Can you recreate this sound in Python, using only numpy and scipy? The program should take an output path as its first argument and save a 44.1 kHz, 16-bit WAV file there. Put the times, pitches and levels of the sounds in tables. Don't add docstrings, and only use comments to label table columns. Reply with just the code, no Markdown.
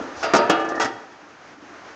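import sys
import numpy as np
from scipy import signal
from scipy.fft import irfft, next_fast_len
from scipy.io import wavfile
from scipy.ndimage import uniform_filter1d, minimum_filter1d

SR = 44100
rng = np.random.default_rng(int(sys.argv[2]) if len(sys.argv) > 2 else 0)


def unload_audio(sound):
    columns = np.transpose(np.atleast_2d(sound))
    steps = np.round(np.clip(columns, -1, 1) * 32767)
    wavfile.write(sys.argv[1], SR, steps.astype(np.int16))


N = 85995
T = np.arange(N) / SR
SIZE = next_fast_len(N)
FREQ = np.maximum(np.arange(SIZE // 2 + 1) * SR / SIZE, 1)
MIC_TOP_HZ = 8705


def undb(db):
    return 10 ** (np.asarray(db) / 20)


def unit(x):
    return x / np.sqrt(np.mean(x ** 2))


def noise(gain):
    return unit(irfft(gain * np.exp(2j * np.pi * rng.random(len(FREQ))), SIZE)[:N])


def colour(points):
    hz, db = np.array(points).T
    return undb(np.interp(np.log(FREQ), np.log(hz), db))


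def bell(hz, octaves):
    return np.exp(-.5 * (np.log2(FREQ / hz) / octaves) ** 2)


def wander(rate_hz):
    return noise(np.exp(-(FREQ / rate_hz) ** 2))


def strike(start, rise, hold, t60):
    decay_s = np.maximum(T - start - rise - hold, 0)
    return np.clip((T - start) / rise, 0, 1) * undb(-60 * decay_s / t60)


def curve(points):
    return undb(np.interp(T, *np.array(points).T))


def weak_modes(count=600, gap_hz=19):
    offset, strength = rng.random((count, 2)).T
    hz = (np.arange(count) + offset) * gap_hz
    comb = np.zeros(len(FREQ))
    comb[np.searchsorted(FREQ, hz)] = .5 + strength
    return comb


def workshop():
    # freq_hz, relative_db
    spectrum = [(25, -28), (60, -16), (140, -7), (280, -1.5), (480, -2), (750, 0), (1000, -2), (1450, -0.6),
                (2200, -8), (3600, -16.5), (5200, -17.5), (6100, -17.5), (7200, -19), (9000, -23.5)]
    # pitch_hz, level_db
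    lines = [(48, -71.5), (94, -63.5), (299, -54), (1197, -53.5)]
    hum = sum(undb(db) * np.sqrt(2) * np.sin(2 * np.pi * hz * T + .49 * wander(2.5)) for hz, db in lines)
    return undb(-37 + 1.4 * wander(8.3)) * noise(colour(spectrum)) + hum


def scrape(comb):
    # time_s, level_db
    slide = [(0, -33), (.06, -32), (.13, -43.5), (.2, -42), (.4, -35.5), (.47, -24), (.6, -30), (.7, -21),
             (.79, -23.5), (.86, -29.5), (.95, -51.5), (1.15, -75)]
    # freq_hz, relative_db
    spectrum = [(25, -32.5), (70, -11.5), (130, -19.5), (300, 3.5), (680, 0.5), (1000, -5.5), (1350, -3),
                (1850, -13.5), (2300, -26), (6500, -36), (9000, -37)]
    # time_s, level_db
    swell = [(.62, -55), (.72, -36), (.79, -25.5), (.86, -20), (.92, -55), (1.0, -90)]
    body = unit(.66 * noise(colour(spectrum) * comb) + noise(colour(spectrum)))
    singing = curve(swell) * noise(bell(1830, octaves=.05))
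    grain = undb(3.5 * wander(90))
    return (curve(slide) * body + singing) * grain


def bumps():
    # start_s, centre_hz, level_db
    flexes = [(0.0, 260, -35), (0.164, 89.5, -51.5), (.345, 75, -35.5), (.43, 135, -28),
              (0.836, 110, -32.5), (0.872, 325, -24), (1.57, 280, -41), (1.622, 277, -39),
              (1.695, 337, -44)]
    return sum(undb(db) * noise(bell(hz, octaves=.23)) * strike(start, rise=.006, hold=.014, t60=.17)
               for start, hz, db in flexes)


def ticks():
    # start_s, level_db
    touches = [(0.0214, -45.5), (0.596, -31.5), (0.644, -36), (0.6872, -26.5), (0.752, -32), (0.782, -39)]
    return sum(undb(db) * noise(bell(6100, octaves=.7)) * strike(start, rise=.002, hold=0, t60=.13)
               for start, db in touches)


def glide():
    # time_s, level_db
    swell = [(.12, -69.5), (.17, -47), (.22, -41), (.25, -54.5)]
    end_s = swell[-1][0]
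    return curve(swell) * noise(bell(5200, octaves=.55)) * (T < end_s)


def knocks(comb, pressed_s=.77, damping_db_per_s=90):
    # start_s, place, clank_db, ring_db, bass_db, treble_db, rise_s, chatter_s
    blows = [(0.226, "edge", -24, -16.5, -16.5, 2.5, 0.0065, .018),
             (0.3347, "edge", -1, -3.5, 0, -5, 0.0021, 0.0055),
             (0.348, "edge", -7.5, -12.5, 10, 4.5, .002, .012),
             (0.366, "edge", -16.5, -16, -5.5, 13.5, .001, .003),
             (0.389, "edge", -17, -7, 3, -13, .002, .005),
             (0.496, "face", -2.5, -5.5, 0.5, 2.5, 0.0011, 0.0033),
             (0.526, "face", -18, -21, -7, -17, 0.00088, .007),
             (0.796, "flange", -10.5, -9.5, -4.5, 3, 0.0044, .012),
             (0.814, "flange", -9, -14, -15.5, 2.5, 0.003, .014),
             (0.8433, "flange", -13, -15, -3, 3, 0.0029, 0.01)]
    # centre_hz, clank_db, clank_t60_s, ring_db, free_ring_t60_s
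    plate = [(70, -29.5, .2, -45, .8), (188.7, -14.5, 0.067, -26.5, 0.82), (394, -9, 0.12, -23, 1),
             (670, -4, 0.15, -15.5, 1), (1463, -6.5, .09, -13.5, 1), (2846, -19, 0.21, -19.5, .55),
             (4920, -16.5, .11, -26.5, 0.21), (6880, -14.5, 0.075, -37, 0.14)]
    # pitch_hz, free_t60_s, edge_db, face_db, flange_db
    modes = [(211, 0.19, -17, -22, -20.5), (275.7, 0.42, -25.5, -31.5, -5.5),
             (327.4, 0.93, -17.5, -6, -6.5), (365, 0.32, -11, -27.5, -17.5), (437.6, 1.1, -10.5, -10, -9),
             (587, 0.62, -6.5, -23.5, -27), (660.3, 0.42, -3.5, -19.5, -25), (705, 1.1, -16, -11.5, -7),
             (716.4, 0.59, -15, -8, -24), (775.4, 0.71, -29.5, -11, -8.5), (796, 0.25, -8, -12.5, -1.5),
             (927, 0.56, -13, -26.5, -2), (944, 1.1, -15, -19.5, -14.5), (1182, .85, -20.5, -22.5, -12.5),
             (1199, 1.7, -22.5, -12, -30), (1225, 0.73, -15.5, -21, -12), (1276, 0.97, -11.5, -18.5, -29),
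             (1327, .5, -21, -19, -10), (1418, 0.31, -12, -11, -22), (1481, 0.55, -35, -13.5, -22),
             (1528, 0.51, -32.5, -18.5, -13.5), (1731, 1.3, -23.5, -19, -16.5),
             (1852, .6, -31, -20.5, -13.5), (1950, 0.23, -24, -29.5, -5.5), (2570, 0.68, -25, -21, -29),
             (2696, .4, -29.5, -26, -36), (2747, .45, -23, -18, -35), (2920, .5, -34.5, -17.5, -39),
             (3275, 0.27, -33.5, -17, -15), (4600, 0.29, -26.5, -39, -32), (4810, 0.44, -23, -39.5, -26),
             (5080, .25, -26.5, -37.5, -28), (5560, 0.11, -17.5, -33.5, -25)]
    # freq_hz, gain_db
    radiation = [(25, -15), (70, -7), (130, -14.5), (200, 2), (450, 2), (720, -2), (930, -1), (1030, -7),
                 (1130, 1.5), (1240, 3.5), (1430, 4.5), (1620, 0), (1900, -2.5), (2300, -2.5), (2830, -2),
                 (4000, -3), (5100, 1.5), (6000, -0.5)]
    log_centres = np.log([hz for hz, *_ in plate])
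    shares = [np.interp(np.log(FREQ), log_centres, row) for row in np.eye(len(plate))]
    bands = [np.sqrt(share) * colour(radiation) * (FREQ < MIC_TOP_HZ) for share in shares]
    phasors = []
    for hz, *_ in modes:
        phase = 2 * np.pi * hz * T + .48 * wander(21.8)
        phasors.append(np.exp(1j * phase) * undb(2 * wander(21.8)))
    clank, ring = np.zeros(N), np.zeros(N)
    for start, place, clank_db, ring_db, bass_db, treble_db, rise, chatter_s in blows:
        tilt_db = lambda hz: bass_db / (1 + (hz / 420) ** 2) + treble_db / (1 + (2300 / hz) ** 2)
        impact_db = 4 * np.exp(-((T - start) / .0047) ** 4)
        chatter = undb(wander(260) + impact_db)
        for band, (hz, short_db, short_t60, long_db, long_t60) in zip(bands, plate):
            burst = chatter * strike(start, rise + .5 / hz, chatter_s, short_t60)
            clank += undb(clank_db + short_db + tilt_db(hz)) * noise(band) * burst
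            decay = strike(start, rise, 0, long_t60)
            ring += undb(ring_db + long_db + tilt_db(hz)) * noise(band * comb) * decay
        column = ["edge", "face", "flange"].index(place)
        for phasor, (hz, t60, *place_db) in zip(phasors, modes):
            wave = (phasor * np.exp(2j * np.pi * rng.random())).imag
            gain = undb(.5 + ring_db + place_db[column] + tilt_db(hz))
            ring += gain * wave * strike(start, rise, 0, t60)
    pressing = undb(-damping_db_per_s * np.maximum(T - pressed_s, 0))
    low_cut = signal.butter(3, 123, "high", fs=SR, output="sos")
    return signal.sosfilt(low_cut, clank + ring * pressing)


def hall(direct, echo_db=-16.5):
    tail = noise(colour([(100, 1), (1500, -2), (7000, -9)]))
    tail *= strike(start=.017, rise=.0067, hold=0, t60=.95)
    tail /= np.sqrt(np.sum(tail ** 2))
    return direct + undb(echo_db) * signal.fftconvolve(direct, tail)[:N]


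def scene():
    comb = weak_modes()
    sheet = knocks(comb) + scrape(comb) + glide() + ticks() + bumps()
    return (hall(sheet) + workshop())[None]


def gain_control(dry, threshold_db=-10.5, hold_s=.94, release_db_per_s=8):
    power = np.abs(uniform_filter1d(dry[0] ** 2, size=700))
    over_db = np.maximum(10 * np.log10(power + 1e-12) - threshold_db, 0)
    half_hold = int(hold_s * SR) // 2
    held_db = -minimum_filter1d(-over_db, 2 * half_hold + 1, origin=half_hold, mode="constant")
    release_db = release_db_per_s * T
    cut_db = np.maximum.accumulate(held_db + release_db) - release_db
    return dry * undb(-cut_db)


def steep_lowpass(x, hz):
    return signal.sosfilt(signal.ellip(8, .2, 70, hz, fs=SR, output="sos"), x)


def record(dry, rolloff_hz=6813, ceiling=.87):
    rolloff = signal.butter(10, rolloff_hz, fs=SR, output="sos")
    dull = signal.sosfilt(rolloff, gain_control(dry))
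    clipped = np.clip(steep_lowpass(dull, MIC_TOP_HZ), -ceiling, ceiling)
    return steep_lowpass(clipped, hz=15978)


dry = scene()
out = record(dry)
unload_audio(out)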